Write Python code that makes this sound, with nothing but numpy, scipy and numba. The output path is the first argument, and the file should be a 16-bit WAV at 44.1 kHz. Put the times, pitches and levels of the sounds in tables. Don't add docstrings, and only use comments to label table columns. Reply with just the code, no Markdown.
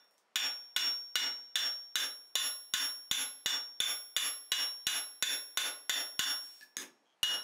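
import sys
import numpy as np
from scipy import signal
from scipy.fft import rfft, irfft
from scipy.io import wavfile
from numba import njit

SR = 44100
rng = np.random.default_rng(int(sys.argv[2]) if len(sys.argv) > 2 else 0)


def put_to_file(sound):
    columns = np.atleast_2d(sound).T
    safe = np.clip(columns, -1, 1)
    whole_steps = np.round(safe * 32767)
    wavfile.write(sys.argv[1], SR, whole_steps.astype(np.int16))


def amplitude_ratio(level_db):
    exponent = np.asarray(level_db, float) / 20
    return 10 ** exponent


N = 327663
LEAD = SR // 2
USUAL_LOW_DB, USUAL_MIDDLE_DB = -43, -45


def rms_one(x):
    return x / np.sqrt(np.mean(x ** 2) + 1e-20)


def at_hz(points, hz):
    curve_hz, value = np.transpose(points)
    return np.interp(np.log(hz + 1), np.log(curve_hz), value)


def dying_sine(t, hz, t60):
    return np.sin(2 * np.pi * hz * t) * amplitude_ratio(-60 * t / t60)


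def add(out, s, sound):
    i = LEAD + round(s * SR)
    out[i:i + len(sound)] += sound[:len(out) - i]


def causal_pulse(spectrum, size):
    hz = np.fft.rfftfreq(size, 1 / SR)
    cepstrum = irfft(np.log(amplitude_ratio(at_hz(spectrum, hz))), size)
    cepstrum[1:size // 2] *= 2
    cepstrum[size // 2 + 1:] = 0
    return rms_one(irfft(np.exp(rfft(cepstrum)), size)) / np.sqrt(size)


def workshop_floor():
    # pitch_hz [Hz], density_db [dB per Hz]
    floor_curve = [(40, -29), (120, -4), (250, -7.5), (500, -3), (900, -1.5), (2000, -8.5), (4000, -15.5),
                   (8000, -23), (11500, -27.5), (16000, -43.5)]
    density_db = at_hz(floor_curve, np.fft.rfftfreq(N, 1 / SR))
    noise = irfft(rfft(rng.standard_normal(N)) * amplitude_ratio(density_db), N)
    return amplitude_ratio(-75) * rms_one(noise)


def shop(x):
    # pitch_hz [Hz], t60_s [s]
    wall_decay = [(150, 0.41), (500, 0.47), (1500, 0.24), (4000, 0.2), (8000, 0.17), (15000, 0.18)]
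    far_t60_ratio, far_db = 2.86, -33.5
    t = np.arange(SR) / SR
    band_edges_hz = 80 * 2 ** np.arange(0, 8.1, .5)
    white = rng.standard_normal((2, SR))
    tail = 0
    for k, (low, high) in enumerate(zip(band_edges_hz, band_edges_hz[1:])):
        band = signal.sosfilt(signal.butter(2, [low, high], "band", fs=SR, output="sos"), white[k % 2])
        t60 = at_hz(wall_decay, np.sqrt(low * high))
        near = amplitude_ratio(-60 * t / t60)
        far = amplitude_ratio(far_db - 60 * t / t60 / far_t60_ratio)
        tail = tail + band * (near + far)
    tail = tail * np.clip(t / 0.0072, 0, 1)
    return signal.fftconvolve(x, tail / np.sqrt(np.sum(tail ** 2)))[:len(x)]


def touch_rows():
    # start_s [s], level_db [dB], pitch_hz [Hz]
    tick_events = [(.042, -67, 10500), (.078, -68, 10000), (.11, -61, 10100), (.123, -69, 11500),
                   (.135, -72, 11000), (.141, -68, 10000), (.174, -69, 9000), (.18, -55, 6000),
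                   (.186, -63, 9000), (2.273, -61, 8800), (2.69, -57, 13100), (6.63, -49, 10500),
                   (6.695, -69, 12000), (6.817, -40, 11100), (6.833, -58, 12000), (6.87, -62, 13000)]
    # pitch_hz [Hz], width_hz [Hz], level_db [dB]
    bar_body = [(290, 190, -8), (800, 600, -17), (1880, 2800, 8.5), (3800, 2400, -2.5), (6500, 590, 6.5),
                (11200, 1700, -3)]
    # start_s [s], level_db [dB], loss above the body [dB per octave], tongs_db [dB]
    knock_events = [
        (6.6105, -49, 24, -50),
        (6.7686, -26, 0.1, -41),
        (6.822, -39, 10, -62),
    ]
    body_hz, burst_s = 1900, .0005
    bass_loss_share = 0.061
    tongs_hz, tongs_width_hz = 1718, 24

    rows = [(s, level, hz, 0.52 * hz, 0.0013) for s, level, hz in tick_events]
    for s, level, loss, tongs_db in knock_events:
        for hz, width, part_db in bar_body:
            octaves_up = np.log2(hz / body_hz)
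            lost_db = loss * max(octaves_up, -bass_loss_share * octaves_up)
            rows.append((s, level + part_db - lost_db, hz, width, burst_s))
        rows.append((s, tongs_db, tongs_hz, tongs_width_hz, burst_s))
    return rows


def taps():
    out, t = np.zeros(N + LEAD), np.arange(SR // 8) / SR
    for s, level, hz, width, burst_s in touch_rows():
        r = np.exp(-np.pi * width / SR)
        burst = rng.standard_normal(len(t)) * np.exp(-t / burst_s)
        tap = signal.lfilter([1, 0, -1], [1, -2 * r * np.cos(2 * np.pi * hz / SR), r * r], burst)
        add(out, s, amplitude_ratio(level) * tap / np.abs(tap).max())
    return out


def bar_drag():
    # time_s [s], level_db [dB]
    drag_curve = [
        (6.33, -82),
        (6.438, -65),
        (6.5, -68),
        (6.62, -70),
        (6.682, -85),
        (6.72, -93),
    ]
    out = np.zeros(N + LEAD)
    grit = rng.standard_normal(N) * amplitude_ratio(2.0 * rng.exponential(1, N))
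    grit = signal.sosfilt(signal.butter(1, [2500, 13000], "band", fs=SR, output="sos"), grit)
    level_db = np.interp(np.arange(N) / SR, *np.transpose(drag_curve), -140, -140)
    add(out, 0, rms_one(grit) * amplitude_ratio(level_db))
    return out


def tong_creak():
    # time_s [s], level_db [dB]
    creak_span = [
        (7.058, -64),
        (7.15, -66),
    ]
    slips_per_s = 135
    out, t = np.zeros(N + LEAD), np.arange(SR // 20) / SR
    slip = dying_sine(t, 3250, .018) + dying_sine(t, 6300, .004) + dying_sine(t, 3900, .003)
    slip *= 1 - np.exp(-t / .0005)
    for k, (late, strength) in enumerate(rng.standard_normal((13, 2))):
        s = creak_span[0][0] + (k + 0.095 * late) / slips_per_s
        level_db = np.interp(s, *np.transpose(creak_span), right=-140) + 2 * strength
        add(out, s, amplitude_ratio(level_db) * slip)
    return out


def with_pair(blows):
    rows = []
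    for s, level, low, middle, clank in blows:
        pair = -57 + 0.6 * (low - USUAL_LOW_DB) + .75 * (middle - USUAL_MIDDLE_DB) - .2 * clank
        rows.append((s, level, low, middle, pair, clank))
    return rows


def hammer_head(blows):
    # pitch_hz [Hz], level_db [dB], t60_s [s], index of the tone's level in a blow
    head_tones = [
        (5523.5, 16, .66, 2),
        (11119.5, 18, .57, 3),
        (15014, 16, .62, 4),
        (15439, 10, .7, 4),
    ]
    out = np.zeros(N + LEAD)
    stops = [blow[0] for blow in blows[1:]] + [N / SR]
    for blow, stop in zip(blows, stops):
        t = np.arange(round((stop - blow[0]) * SR)) / SR
        for hz, level, t60, k in head_tones:
            add(out, blow[0], amplitude_ratio(blow[int(k)] + level) * dying_sine(t, hz, t60))
    return out


def contact_cracks(blows):
    # pitch_hz [Hz], density_db [dB per Hz]
    crack_curve = [(180, -55.5), (280, -20.5), (400, -23), (600, -18.5), (1000, -13), (1700, 0.5),
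                   (2400, -1.5), (3400, 2.5), (4500, -5.5), (5300, -13), (6800, -1), (8500, -12),
                   (11500, -12), (15500, -15)]
    crush_db, crush_s = -25, .003
    out, t = np.zeros(N + LEAD), np.arange(1024) / SR
    pulse = causal_pulse(crack_curve, size=1024)
    for s, level, *_ in blows:
        contact = amplitude_ratio(crush_db) * rng.standard_normal(len(t)) * np.exp(-t / crush_s)
        contact[0] = 1
        add(out, s, amplitude_ratio(level) * np.convolve(contact, pulse))
    return out


def anvil_and_bar(blows):
    anvil_hz = [275, 694, 1071, 1460, 1483, 1943, 2083, 2881, 3289, 3510, 3542, 3587, 3686, 3917, 4692]
    bar_hz = [5664, 6330, 6639, 6901, 7030, 7337, 7763, 8619, 9000, 9464, 9927, 11617, 11676, 12931, 13458]
    # level_db [dB], t60_s [s]
    mode_rings = [(-28.5, 0.16), (-28, 0.12), (-15.5, 0.18), (-23, 0.38), (-5.5, 0.14), (-41, 0.49),
                  (-10.5, 0.12), (-2.5, 0.18), (-23, 0.16), (-4, 0.21), (4.5, 0.15), (-1, 0.2), (-14, 0.12),
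                  (-1.5, 0.2), (-11.5, 0.21), (-4, 0.19), (-10, 0.2), (-20.5, 0.1), (-8, 0.14),
                  (-6.5, 0.18), (-25, 0.1), (-22, 0.063), (-17.5, 0.19), (-24.5, 0.26), (-17.5, 0.16),
                  (-26.5, 0.12), (-16.5, 0.17), (-22, .11), (-16.5, 0.085), (-18.5, 0.085)]
    spread_db = 2.5
    linger_db, linger_ratio = -41, 3.5
    out, t = np.zeros(N + LEAD), np.arange(SR // 2) / SR
    hz = np.array(anvil_hz + bar_hz)
    mode_db, t60 = np.transpose(mode_rings)

    rings = dying_sine(t, hz[:, None], t60[:, None])
    rings += amplitude_ratio(linger_db) * dying_sine(t, hz[:, None] * 1.0015, t60[:, None] * linger_ratio)

    clank_share = np.zeros(len(hz))
    clank_share[7] = 0.88
    clank_share[9:12] = -.3
    clank_share[13] = 0.1
    bar_share = 0.42 * (hz > 6000)
    for s, level, _, middle, _, clank in blows:
        spot = rng.standard_normal(len(hz))
        sense = np.sign(spot[::-1])
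        balance_db = clank_share * clank + bar_share * (middle - USUAL_MIDDLE_DB)
        strength = amplitude_ratio(level + mode_db + balance_db + spread_db * spot)
        add(out, s, (sense * strength) @ rings)
    return out


def scene():
    # start_s [s], strength_db [dB], hammer low_tone_db [dB], middle_tone_db [dB],
    # anvil low clank over high clank clank_db [dB]
    main_blows = [(0.3577, -56.5, -38, -53, 4), (0.7631, -57, -33.5, -52, 5), (1.1555, -57, -37.5, -59, 9),
                  (1.5562, -57, -36, -53.5, 4), (1.9557, -60, -43.5, -48, -2),
                  (2.3544, -56.5, -41, -37.5, 1.5), (2.7372, -56.5, -38, -41.5, 2),
                  (3.1125, -56, -48, -38, 2.5), (3.4599, -59.5, -40, -55, 1),
                  (3.8023, -57.5, -42, -40, -11), (4.1646, -56.5, -44.5, -37, 1.5),
                  (4.5186, -56.5, -36.5, -44, 12.5), (4.8679, -56.5, -44.5, -38.5, 5),
                  (5.2246, -55, -42, -40, -5), (5.573, -56.5, -49, -42.5, -3),
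                  (5.8952, -56.5, -42, -43.5, -6), (6.1925, -53.5, -37, -41.5, 4),
                  (7.2306, -56.5, -42.5, -46.5, 10)]
    earlier_blow = [
        (-.45, -43.5, -37.5, -46.5, 0),
    ]
    set_down = [
        (6.7686, -95, -76, -110, 0),
    ]
    blows = with_pair(sorted(earlier_blow + main_blows + set_down))

    touches = taps() + bar_drag()
    head = hammer_head(blows)
    cracks = amplitude_ratio(63) * contact_cracks(blows)
    ringing = amplitude_ratio(43) * anvil_and_bar(blows)
    rings_sent = amplitude_ratio(-9) * ringing + amplitude_ratio(-12) * head
    echo = shop(amplitude_ratio(8.5) * cracks + rings_sent + amplitude_ratio(1.0) * touches)
    dry = head + ringing + cracks + touches + tong_creak() + echo
    return (dry[LEAD:] + workshop_floor())[None]


@njit
def limiter_gain(x, ceiling, attack, release):
    gain, peak, cut = np.ones(len(x)), 0., 0.
    for i in range(len(x)):
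        peak = max(abs(x[i]), peak * release)
        cut += attack * (np.log(max(peak / ceiling, 1.)) - cut)
        gain[i] = np.exp(-cut)
    return gain


def top_cut(x):
    return signal.sosfilt(signal.butter(12, 17010, fs=SR, output="sos"), x)


def record(dry):
    x = signal.sosfilt(signal.butter(3, 200, "high", fs=SR, output="sos"), dry[0])
    attack_s, release_db_per_s = 0.0036, -310
    x = x * limiter_gain(x, amplitude_ratio(-23.5), 1 / (attack_s * SR), amplitude_ratio(release_db_per_s / SR))
    top = .082
    x = top * x / (top ** 4 + x ** 4) ** .25
    x = signal.sosfilt(signal.butter(1, 90, "high", fs=SR, output="sos"), x)
    x = signal.sosfilt(signal.ellip(8, .5, 32, 15720, fs=SR, output="sos"), x)
    return top_cut(x[None])


dry = scene()
out = record(dry)
put_to_file(out)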